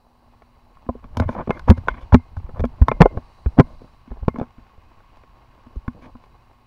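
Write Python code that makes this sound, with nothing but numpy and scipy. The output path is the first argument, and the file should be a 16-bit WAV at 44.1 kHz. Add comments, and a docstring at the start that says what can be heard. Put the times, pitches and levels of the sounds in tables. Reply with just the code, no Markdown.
"""Knocks on a sealed housing in the rain

A small camera in a sealed plastic housing is held out in the rain on a quiet street.
Fingers and drops knock on the shell, ringing its damped modes; the grip thumps the air inside,
scrapes and short crunches are stick-slip clicks, and hard blows ring a metal latch and overload the input.
Rain, wet road and wind are shaped noise, muffled by the housing, over faint hiss and hum."""
import sys
import numpy as np
from scipy import signal
from scipy.fft import rfft, irfft, next_fast_len
from scipy.io import wavfile

SR = 44100
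rng = np.random.default_rng(int(sys.argv[2]) if len(sys.argv) > 2 else 0)


def file_out(sig):
    """Save sig as 16-bit WAV at sys.argv[1]."""
    # one column per channel
    cols = np.atleast_2d(sig).T
    # limit, then scale
    lim = np.clip(cols, -1, 1)
    pcm = np.round(lim * 32767).astype(np.int16)
    wavfile.write(sys.argv[1], SR, pcm)


N = 293838  # length in samples


def from_db(db):
    """Logarithmic level: decibels to amplitude gain."""
    return 10 ** (np.asarray(db) / 20)


def rms_one(x):
    """Normalisation: the signal scaled to rms 1."""
    return x / np.sqrt(np.mean(x ** 2) + 1e-20)


def add(track, start_s, sound):
    """Superposition: lays a sound on the track from start_s."""
    i = int(round(start_s * SR))
    track[i:i + len(sound)] += sound[:N - i]


def in_time(rows):
    """Linear interpolation: the columns of a time curve, one value per sample."""
    time_s, *columns = np.transpose(rows)
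    return [np.interp(np.arange(N) / SR, time_s, column) for column in columns]


def drift(rate_hz):
    """Low-passed noise: a slow random wander of rms 1, computed at every 40th sample."""
    pole = np.exp(-2 * np.pi * rate_hz * 40 / SR)
    noise = rng.standard_normal(N // 40 + 2002)
    slow = signal.lfilter([1], [1, -2 * pole, pole * pole], noise)[2000:]  # drop the settling
    return np.interp(np.arange(N) / 40, np.arange(len(slow)), rms_one(slow))


def coloured(x, spectrum, peaks=()):
    """Spectral shaping: x through a log-frequency curve lifted at resonances, then rms 1."""
    size = next_fast_len(N)
    hz, db = np.transpose(spectrum)
    bins = np.arange(1, size // 2 + 2) * SR / size
    shape_db = np.interp(np.log(bins), np.log(hz), db)
    for centre_hz, width_hz, lift_db in peaks:
        shape_db = shape_db + lift_db / (1 + (2 * (bins - centre_hz) / width_hz) ** 2)
    return rms_one(irfft(rfft(x, size) * from_db(shape_db), size)[:N])


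def grains(per_s, spread_db):
    """Random impulse process: clicks at chance moments, of uneven size and sign."""
    size_db = spread_db * np.minimum(rng.exponential(1, N), 5)
    sizes = from_db(size_db) * rng.choice([-1, 1], N)
    return sizes * (rng.random(N) < per_s / SR)


# preamplifier noise, relative spectrum: pitch_hz [Hz], level_db [dB]
HISS_SPECTRUM = [(2000, -14.5), (6000, -8), (11000, -3.5), (13000, -5.5), (16000, -0.5)]
# hum lines, before their slow wander: pitch_hz [Hz], level_db [dB rms]
HUM_LINES = [(120, -70), (240, -72.5)]
HISS_DB = -78  # rms


def electronics():
    """Circuit noise: shaped random hiss and sine lines of hum that wander in level."""
    t = np.arange(N) / SR
    hiss = from_db(HISS_DB) * coloured(rng.standard_normal(N), HISS_SPECTRUM)
    hum = np.zeros(N)
    for pitch_hz, level_db in HUM_LINES:
        gain = np.sqrt(2) * from_db(level_db + 4.1 * drift(2.9))
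        hum += gain * np.sin(2 * np.pi * pitch_hz * t)
    return hiss + hum


# rain and wet road, relative spectrum: pitch_hz [Hz], level_db [dB]
RAIN_SPECTRUM = [(88, -38.5), (150, -14), (243, -8), (264, -11.5), (345, -10), (414, -14), (450, -17),
                 (1070, -3.5), (1330, -13), (2150, -17), (8000, -37.5), (10400, -67), (17600, -120)]
# fine spray, relative spectrum: pitch_hz [Hz], level_db [dB]
SPRAY_SPECTRUM = [(2000, -33), (4000, 1.5), (5000, -5), (6500, -10), (7800, -14), (9500, -8.5),
                  (11500, -31)]
# housing resonances that colour the outside air: pitch_hz [Hz], width_hz [Hz], lift_db [dB]
CAVITY_RESONANCES = [(1093, 90, 7.5), (1550, 60, 4), (2126, 50, 7), (2520, 70, 8), (2880, 400, 6),
                     (3980, 150, 8.5), (4590, 420, 7.5), (5530, 510, 4.5)]
# levels of the outside air: time_s [s], rain_and_road_db [dB rms], spray_db [dB rms]
OUTSIDE_LEVELS = [(0, -68.5, -78), (.3, -63.5, -77.5), (1.0, -62, -80), (1.35, -57.5, -78), (2.0, -56, -74),
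                  (2.4, -61, -77), (3.1, -56, -78.5), (3.25, -57.5, -69.5), (3.5, -59, -70),
                  (3.9, -59.5, -72), (4.3, -59, -88), (5.2, -59, -96), (5.9, -59.5, -78),
                  (6.66, -61.5, -81)]


def outside_air():
    """Resonant transmission: rain, wet road and spray as noise coloured by the housing cavity."""
    rain_db, spray_db = in_time(OUTSIDE_LEVELS)
    wash = rng.standard_normal(N) * from_db(.8 * drift(20.0))
    patter = wash + .3 * rms_one(grains(260.0, spread_db=5.0))  # small drops over the wash
    rain = coloured(patter, RAIN_SPECTRUM, CAVITY_RESONANCES)
    spray = coloured(rng.standard_normal(N), SPRAY_SPECTRUM, CAVITY_RESONANCES)
    return from_db(rain_db) * rain + from_db(spray_db) * spray


# rumble of wind and grip, relative spectrum: pitch_hz [Hz], level_db [dB]
RUMBLE_SPECTRUM = [(12, -3.5), (35, -2), (80, -7), (140, -15), (300, -37.5), (600, -72.5)]
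# creeping skin, relative spectrum: pitch_hz [Hz], level_db [dB]
CREEP_SPECTRUM = [(80, -18.5), (240, -1), (500, -3), (900, 1.5), (1300, -12.5), (3000, -40), (6000, -59)]
# unrest of the hand and wind, as rumble: time_s [s], level_db [dB rms]
UNREST_LEVELS = [(0, -60), (.91, -51), (1.24, -32.5), (1.47, -46), (1.8, -33.5), (2.17, -50.5), (2.56, -35),
                 (2.67, -42.5), (2.86, -36.5), (3.17, -39.5), (3.3, -52), (3.5, -47.5), (3.62, -37),
                 (4.06, -56.5), (4.3, -34.5), (4.5, -50.5), (5.62, -52), (5.92, -46), (6.66, -56.5)]
CREEP_DB, CREEP_FOLLOWS = -59.5, .4  # level at a rumble of -49.5 dB; share of the rumble's swing


def unrest():
    """Amplitude modulation: lumpy low noise of wind and grip, and clicks of skin creeping on the shell."""
    rumble_db, = in_time(UNREST_LEVELS)
    creep_db = CREEP_DB + CREEP_FOLLOWS * (rumble_db + 49.5)
    lumps = rng.standard_normal(N) * from_db(1.5 * drift(22.0))
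    clicks = grains(900.0, spread_db=3.0) * from_db(3.5 * drift(14.0))
    rumble, creep = coloured(lumps, RUMBLE_SPECTRUM), coloured(clicks, CREEP_SPECTRUM)
    return from_db(rumble_db) * rumble + from_db(creep_db) * creep


# modes of the shell before the hand damps them, lowest first: pitch_hz [Hz], level_db [dB], t60_s [s]
SHELL_MODES = [(241.2, 0, 0.072), (408, -2.5, 0.027), (493, 0.5, 0.021), (660, -1.5, 0.022),
               (855, -3.5, 0.023), (1048.5, -2.5, 0.03), (1300, -8.5, .028), (1478, -8, 0.026),
               (1720, -10.5, .025), (2266, -8, .02), (2530, -15, .016), (2930, -16, .014),
               (3474, -12, 0.014), (3730, -34, .02), (4400, -22, 0.0062), (5400, -30, 0.016),
               (6500, -26, 0.0038)]


def shell(force, longest_s):
    """Modal filtering: a running force through two-pole resonators, gripped so none rings long."""
    out = 0
    for k, (pitch_hz, level_db, t60_s) in enumerate(SHELL_MODES):
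        r = from_db(-60 / (min(t60_s, longest_s) * SR))
        w = 2 * np.pi * pitch_hz / SR
        ring = signal.lfilter([0, np.sin(w)], [1, -2 * r * np.cos(w), r * r], force + 1e-18)
        out = out + (-1) ** k * from_db(level_db) * ring  # alternating sign
    return out


# what the housing passes of a sharp contact, hollow near 8 kHz: pitch_hz [Hz], level_db [dB, relative]
CONTACT_SPECTRUM = [(1500, -11), (3500, 2), (6500, -4.5), (7800, -20.5), (9500, -11), (12000, -18),
                    (16000, -29)]
# fingers scraping on the shell, and short crunches inside the hard blows, levels before the fades:
# start_s [s], end_s [s], level_db [dB rms], brightness_hz [Hz, low-pass corner], wet_hiss_db [dB rms]
SCRAPES_AND_CRUNCHES = [(1.023, 1.053, -50, 1510, -81), (1.181, 1.185, -29, 925, -51.5),
                        (1.192, 1.239, -31, 1490, -67), (1.278, 1.348, -40.5, 1800, -63),
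                        (1.356, 1.419, -28, 1190, -85), (1.52, 1.586, -40.5, 1590, -68.5),
                        (1.673, 1.713, -21, 1200, -55.5), (1.766, 1.779, -36, 1534, -62),
                        (1.879, 1.914, -40.5, 2960, -78), (1.935, 1.992, -42, 2300, -82),
                        (2.007, 2.03, -45, 4040, -65), (2.125, 2.147, -18.5, 1300, -47),
                        (2.36, 2.388, -53, 900, -68), (2.554, 2.625, -42.5, 1220, -75),
                        (2.776, 2.883, -47.5, 1190, -86.5), (2.926, 3.006, -46, 880, -80),
                        (3.003, 3.016, -7.5, 1480, -49.5), (3.038, 3.052, -22, 710, -66.5),
                        (3.105, 3.185, -35, 503, -81), (3.568, 3.61, -29.5, 900, -72.5),
                        (3.658, 3.75, -50.5, 1100, -73), (3.802, 3.858, -49, 786, -78),
                        (4.35, 4.443, -45, 1190, -75), (5.942, 6.023, -47.5, 497, -85),
                        (6.016, 6.061, -45, 2160, -68), (6.056, 6.093, -46, 895, -84)]


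def scrapes_and_crunches(slips_per_s, fade_s):
    """Stick-slip friction: bursts of uneven clicks drive the shell, with a hiss of squeezed water."""
    slips = grains(slips_per_s, spread_db=2.5) * from_db(3.5 * drift(60.0))
    force = shell(slips, longest_s=0.01)
    wet, out = coloured(rng.standard_normal(N), CONTACT_SPECTRUM), np.zeros(N)
    for start_s, end_s, level_db, brightness_hz, wet_hiss_db in SCRAPES_AND_CRUNCHES:
        t = np.arange(int((end_s - start_s + 3 * fade_s) * SR)) / SR
        release = np.exp(-np.maximum(t - (end_s - start_s), 0) / fade_s)
        envelope = np.clip(t / fade_s, 0, 1) * release
        first = int(start_s * SR)
        span = slice(first, first + len(t))
        low_pass = signal.butter(3, brightness_hz, fs=SR)
        clicks = rms_one(signal.lfilter(*low_pass, force[span]))
        add(out, start_s, envelope * (from_db(level_db) * clicks + from_db(wet_hiss_db) * wet[span]))
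    return out


# modes of a metal latch: pitch_hz [Hz], level_db [dB], t60_s [s]
LATCH_MODES = [(2075, -9, .25), (2120, -3, .22)]
# blows that set it ringing, level added to that of each mode: start_s [s], level_db [dB]
LATCH_STRIKES = [(1.2, -44), (1.506, -34), (1.701, -40), (1.884, -40), (2.142, -41.5), (2.883, -33),
                 (3.011, -30), (3.596, -48.5), (4.281, -46)]


def latch():
    """Beating: two close decaying modes interfere, in a latch that rattles loosely in its seat."""
    out, t = np.zeros(N), np.arange(SR // 3) / SR
    ring = np.zeros(len(t))
    for pitch_hz, level_db, t60_s in LATCH_MODES:
        ring += np.sin(2 * np.pi * pitch_hz * t) * from_db(level_db - 60 * t / t60_s)
    for start_s, level_db in LATCH_STRIKES:
        add(out, start_s, from_db(level_db) * ring * np.minimum(t / 0.0044, 1))  # 4.4 ms onset
    return out * from_db(2.5 * drift(45.0))  # the rattle, as a flutter in level


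# grip squeezing the air inside, level before the onset and decay: start_s [s], level_db [dB],
# pitch_hz [Hz], decay_cycles [cycles to fall 60 dB], push [+1 push, -1 release]
GRIP_THUMPS = [(0.889, -13, 71, 3, -1), (1.168, -18, 92.6, 19, -1), (1.2, -6.5, 90.4, 9, 1),
               (1.258, -13.5, 94, 6.5, 1), (1.288, -20, 110, 5.5, -1), (1.476, -20, 87, 3, 1),
               (1.497, -8, 157, 4, -1), (1.694, 8, 80.7, 6, 1), (1.704, 7.5, 204.6, 7, -1),
               (1.781, -13.5, 89.5, 4, 1), (1.813, -24.5, 41.2, 4, 1), (1.91, -15, 46, 3.5, -1),
               (2.031, -19, 46, 2, -1), (2.085, -36, 46, 16.5, 1), (2.127, 1.5, 84.6, 9, 1),
               (2.142, 13.5, 189, 4, 1), (2.37, -16.5, 86.5, 6.5, 1), (2.442, -13.5, 48, 2, 1),
               (2.594, -10, 80, 3.5, 1), (2.609, -10.5, 53.7, 7, -1), (2.63, -2, 72, 1.5, 1),
               (2.815, 9, 64, 3, 1), (2.886, -17.5, 130, 9, 1), (2.922, -25.5, 39, 8, -1),
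               (3.006, 15, 169.1, 6, -1), (3.024, -6.5, 39, 4.5, -1), (3.171, -1, 60, 1, -1),
               (3.461, -3, 63, 4, 1), (3.586, 2.5, 154, 6.5, -1), (3.597, 14.5, 140.6, 3.5, -1),
               (4.108, -19, 48.2, 4, 1), (4.176, -24, 30.3, 1.5, 1), (4.225, -12, 60, 2.5, 1),
               (4.273, -21, 45, 2.5, 1), (4.28, 5.5, 146, 1.5, 1), (4.413, -3, 147, 1.5, 1),
               (4.583, -25.5, 70, 1.5, -1), (4.781, -24.5, 55, 1, 1), (5.665, -29, 80.2, 2, 1),
               (5.766, -13.5, 53, 3, 1), (5.879, -7, 79, 1.5, -1), (6.149, -19, 70, 1, -1)]


def thumps(settle):
    """Damped oscillation: the sealed air swings a few times, then the grip stills it ever faster."""
    out, t = np.zeros(N), np.arange(SR // 4) / SR
    for start_s, level_db, pitch_hz, decay_cycles, push in GRIP_THUMPS:
        cycles = pitch_hz * t
        swing = np.sin(2 * np.pi * cycles) * (1 - np.exp(-3.5 * cycles))
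        swing = swing * from_db(-60 * (cycles / decay_cycles) ** settle)
        add(out, start_s, np.sign(push) * from_db(level_db) * swing)
    return out


DROP_COUNT, DROP_DB, DROP_SCATTER_DB = 22, -49.5, 4.5  # mean level and its scatter
DROP_HZ, DROP_OCTAVES, DROP_LOWEST_DB, DROP_SNAP_DB = 1020, 1, -24, -28


def small_drops():
    """Random arrivals: small drops at chance moments, as rows like those of the knocks."""
    starts_s, sizes = rng.random(DROP_COUNT) * N / SR, rng.standard_normal(DROP_COUNT)
    return [(start_s, DROP_DB + DROP_SCATTER_DB * size, DROP_HZ, DROP_OCTAVES, DROP_LOWEST_DB, DROP_SNAP_DB)
            for start_s, size in zip(starts_s, sizes)]


# knocks on the shell: start_s [s], level_db [dB, peak of the upper modes], pitch_hz [Hz, favoured],
# spread_octaves [octaves, at least 0.3 is used], lowest_db and snap_db [dB relative to level_db]
SHELL_KNOCKS = [(0.77, -40, 1040, 0.41, -27, -33), (.864, -42, 904, 0.45, 10, -33),
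                (.889, -14.5, 615, 0.24, 0, -68), (.951, -30.5, 490, 0.25, -1, -43),
                (1.042, -33, 560, 1.9, 1.5, -36), (1.17, -15, 850, 0.89, -1.5, -14),
                (1.199, -9, 750, 1.4, 0.5, -23), (1.22, -20.5, 720, 0.4, -3, -47),
                (1.29, -12.5, 610, 0.76, -2, -42), (1.349, -20.5, 540, 0.53, -31, -48),
                (1.474, -17, 428, 1.1, 0, -50), (1.493, -14, 404, 0.7, -6, -45),
                (1.506, -4.5, 1120, 1.09, -24.5, -36.5), (1.594, -27.5, 1420, 0.81, -27, -16.5),
                (1.686, -15, 1030, 0.54, -2, -31), (1.701, 2, 510, 1.05, 1.1, -17),
                (1.707, -22, 401, 1.9, 8.5, -30), (1.779, -31, 890, 1.2, 4, -19),
                (1.873, -22.5, 570, 0.69, -6, -36), (1.884, -3.5, 1280, 1.26, -23, -35.5),
                (2.123, -14.5, 980, 0.49, -11, -46), (2.142, 6, 397, 0.81, -1.5, -31.5),
                (2.15, -21, 575, 0.47, 14.5, -20.5), (2.366, -29, 860, 0.39, -4.5, -28),
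                (2.399, -38.5, 826, .69, -3, -42), (2.491, -32, 446, 0.79, -5.5, -42),
                (2.546, -40, 1060, 0.85, -26, -36), (2.594, -20.5, 401, 0.89, -1, -29),
                (2.604, -18.5, 407, 1.9, -1.5, -27), (2.639, -9.5, 550, 0.66, -1, -52),
                (2.652, -23, 546, 1.4, 7, -20.5), (2.817, -10.5, 407, 1.04, -4, -25),
                (2.883, -2.5, 1010, 0.77, -17.5, -29), (2.915, -6, 385, 1.1, -12.5, -59),
                (3.007, 7.5, 397, 1.4, -9, -27.5), (3.017, 8.5, 620, 1.56, -7.5, -32.5),
                (3.024, -6.5, 885, 1.1, -6.5, -39), (3.056, 1, 490, 0.34, -38, -38),
                (3.172, -17, 450, 0.55, -8, -37), (3.383, -45.5, 1060, 0.83, -29, -34),
                (3.46, -21.5, 487, 0.88, -1, -34), (3.58, -18.5, 638, .64, -3.5, -46.5),
                (3.587, -6, 401, 0.84, 14, -33), (3.596, 7.5, 400, .6, -27, -43),
                (3.604, 0, 500, 1.05, -11, -36), (3.816, -36, 457, 0.67, 1.5, -26.5),
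                (3.875, -46.5, 1120, 0.42, -15, -26), (4.076, -46, 1060, 1.3, 15.5, -27),
                (4.115, -28.5, 401, 0.69, 2, -44), (4.17, -35.5, 502, 0.79, -24, -48),
                (4.229, -34, 470, 0.5, -2, -39), (4.282, -6, 600, 1.16, -14, -34.5),
                (4.342, -31.5, 401, 0.91, 8.5, -45), (4.359, -23.5, 720, 0.8, -3, -53),
                (4.385, -23.5, 654, .9, 11, -27), (4.398, -17.5, 401, 1.76, -28, -42),
                (4.412, -14.5, 450, 0.61, -1.5, -45), (4.427, -26, 401, 0.87, -30, -44),
                (4.582, -44.5, 1050, 1.6, 12.5, -35), (4.778, -46.5, 498, 1.3, -1, -27),
                (5.004, -44, 813, 0.63, -28.5, -22), (5.17, -40.5, 904, 0.66, -17, -17),
                (5.236, -40, 886, 1.27, -12.5, -34), (5.666, -40, 756, 0.94, 7, -24.5),
                (5.757, -36, 428, 0.39, 4, -17), (5.879, -22, 1070, 0.45, 6.5, -25.5),
                (6.152, -36.5, 820, 0.37, 6, -49)]
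# a sharper blow, wider in spread, comes from a firmer hand and is damped more;
# so is a blow under the palm, which drives the lowest mode above the rest
DAMPING, DAMPING_PER_OCTAVE, DAMPING_PER_LOWEST_DB = 0.77, 0.25, 0.02


def knocks(uneven_db, detune, rise_cycles, snap_t60_s):
    """Modal excitation: place and softness of a blow choose the modes; the hand damps and detunes them."""
    out, snaps, t = np.zeros(N), np.zeros(N), np.arange(SR // 4) / SR
    mode_hz, mode_db, t60_s = np.transpose(SHELL_MODES)[:, :, None]
    rows = SHELL_KNOCKS + small_drops()
    luck = rng.standard_normal((len(rows), 3, len(SHELL_MODES), 1))
    for row, (uneven, late, bend) in zip(rows, luck):
        start_s, level_db, favoured_hz, spread, lowest_db, snap_db = row
        spread = max(spread, .3)
        damping = DAMPING + DAMPING_PER_OCTAVE * spread + DAMPING_PER_LOWEST_DB * max(lowest_db, 0)
        decay_s = t60_s / np.clip(damping, .3, 3)
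        hz = mode_hz * (1 + detune * bend * (mode_hz > mode_hz[0]))  # the lowest mode stays put
        distance = np.log2(hz / favoured_hz) / spread
        fall_db = np.where(distance > 0, 5.0 * distance, -7.5 * distance)
        ring_db = mode_db - fall_db + uneven_db * uneven
        rings = np.sin(2 * np.pi * hz * t + 0.94 * late) * from_db(-60 * t / decay_s)
        # a duller, narrower blow presses on for longer
        press = np.sin(np.pi / 2 * np.minimum(t * favoured_hz * spread / rise_cycles, 1)) ** 2
        upper = np.sum(from_db(ring_db[1:]) * rings[1:], axis=0) * press
        lowest = from_db(lowest_db) * rings[0] * np.minimum(t * hz[0], 1)
        add(out, start_s, from_db(level_db) * (upper / np.abs(upper).max() + lowest))
        add(snaps, start_s, press * from_db(level_db + snap_db - 60 * t / snap_t60_s))
    return out + snaps * coloured(rng.standard_normal(N), CONTACT_SPECTRUM)


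def scene():
    """Superposition: outside air, handling and blows, with the circuit's hiss and hum, as one channel."""
    background = electronics() + outside_air() + unrest()
    handling = scrapes_and_crunches(slips_per_s=2700.0, fade_s=.008) + latch() + thumps(settle=1.445)
    blows = knocks(uneven_db=3.5, detune=.03, rise_cycles=0.72, snap_t60_s=0.019)
    return (background + handling + blows)[None]


CUTOFF_HZ = 16000  # where the low-pass reaches 50 dB of loss


def record(dry):
    """Saturation and band limiting: the input clips with a tight knee, then the top is cut."""
    clipped = .98 * dry / (1 + np.abs(dry) ** 8) ** (1 / 8)
    low_pass = signal.cheby2(20, 50, CUTOFF_HZ, fs=SR, output="sos")
    return signal.sosfilt(low_pass, clipped)


dry = scene()
out = record(dry)
file_out(out)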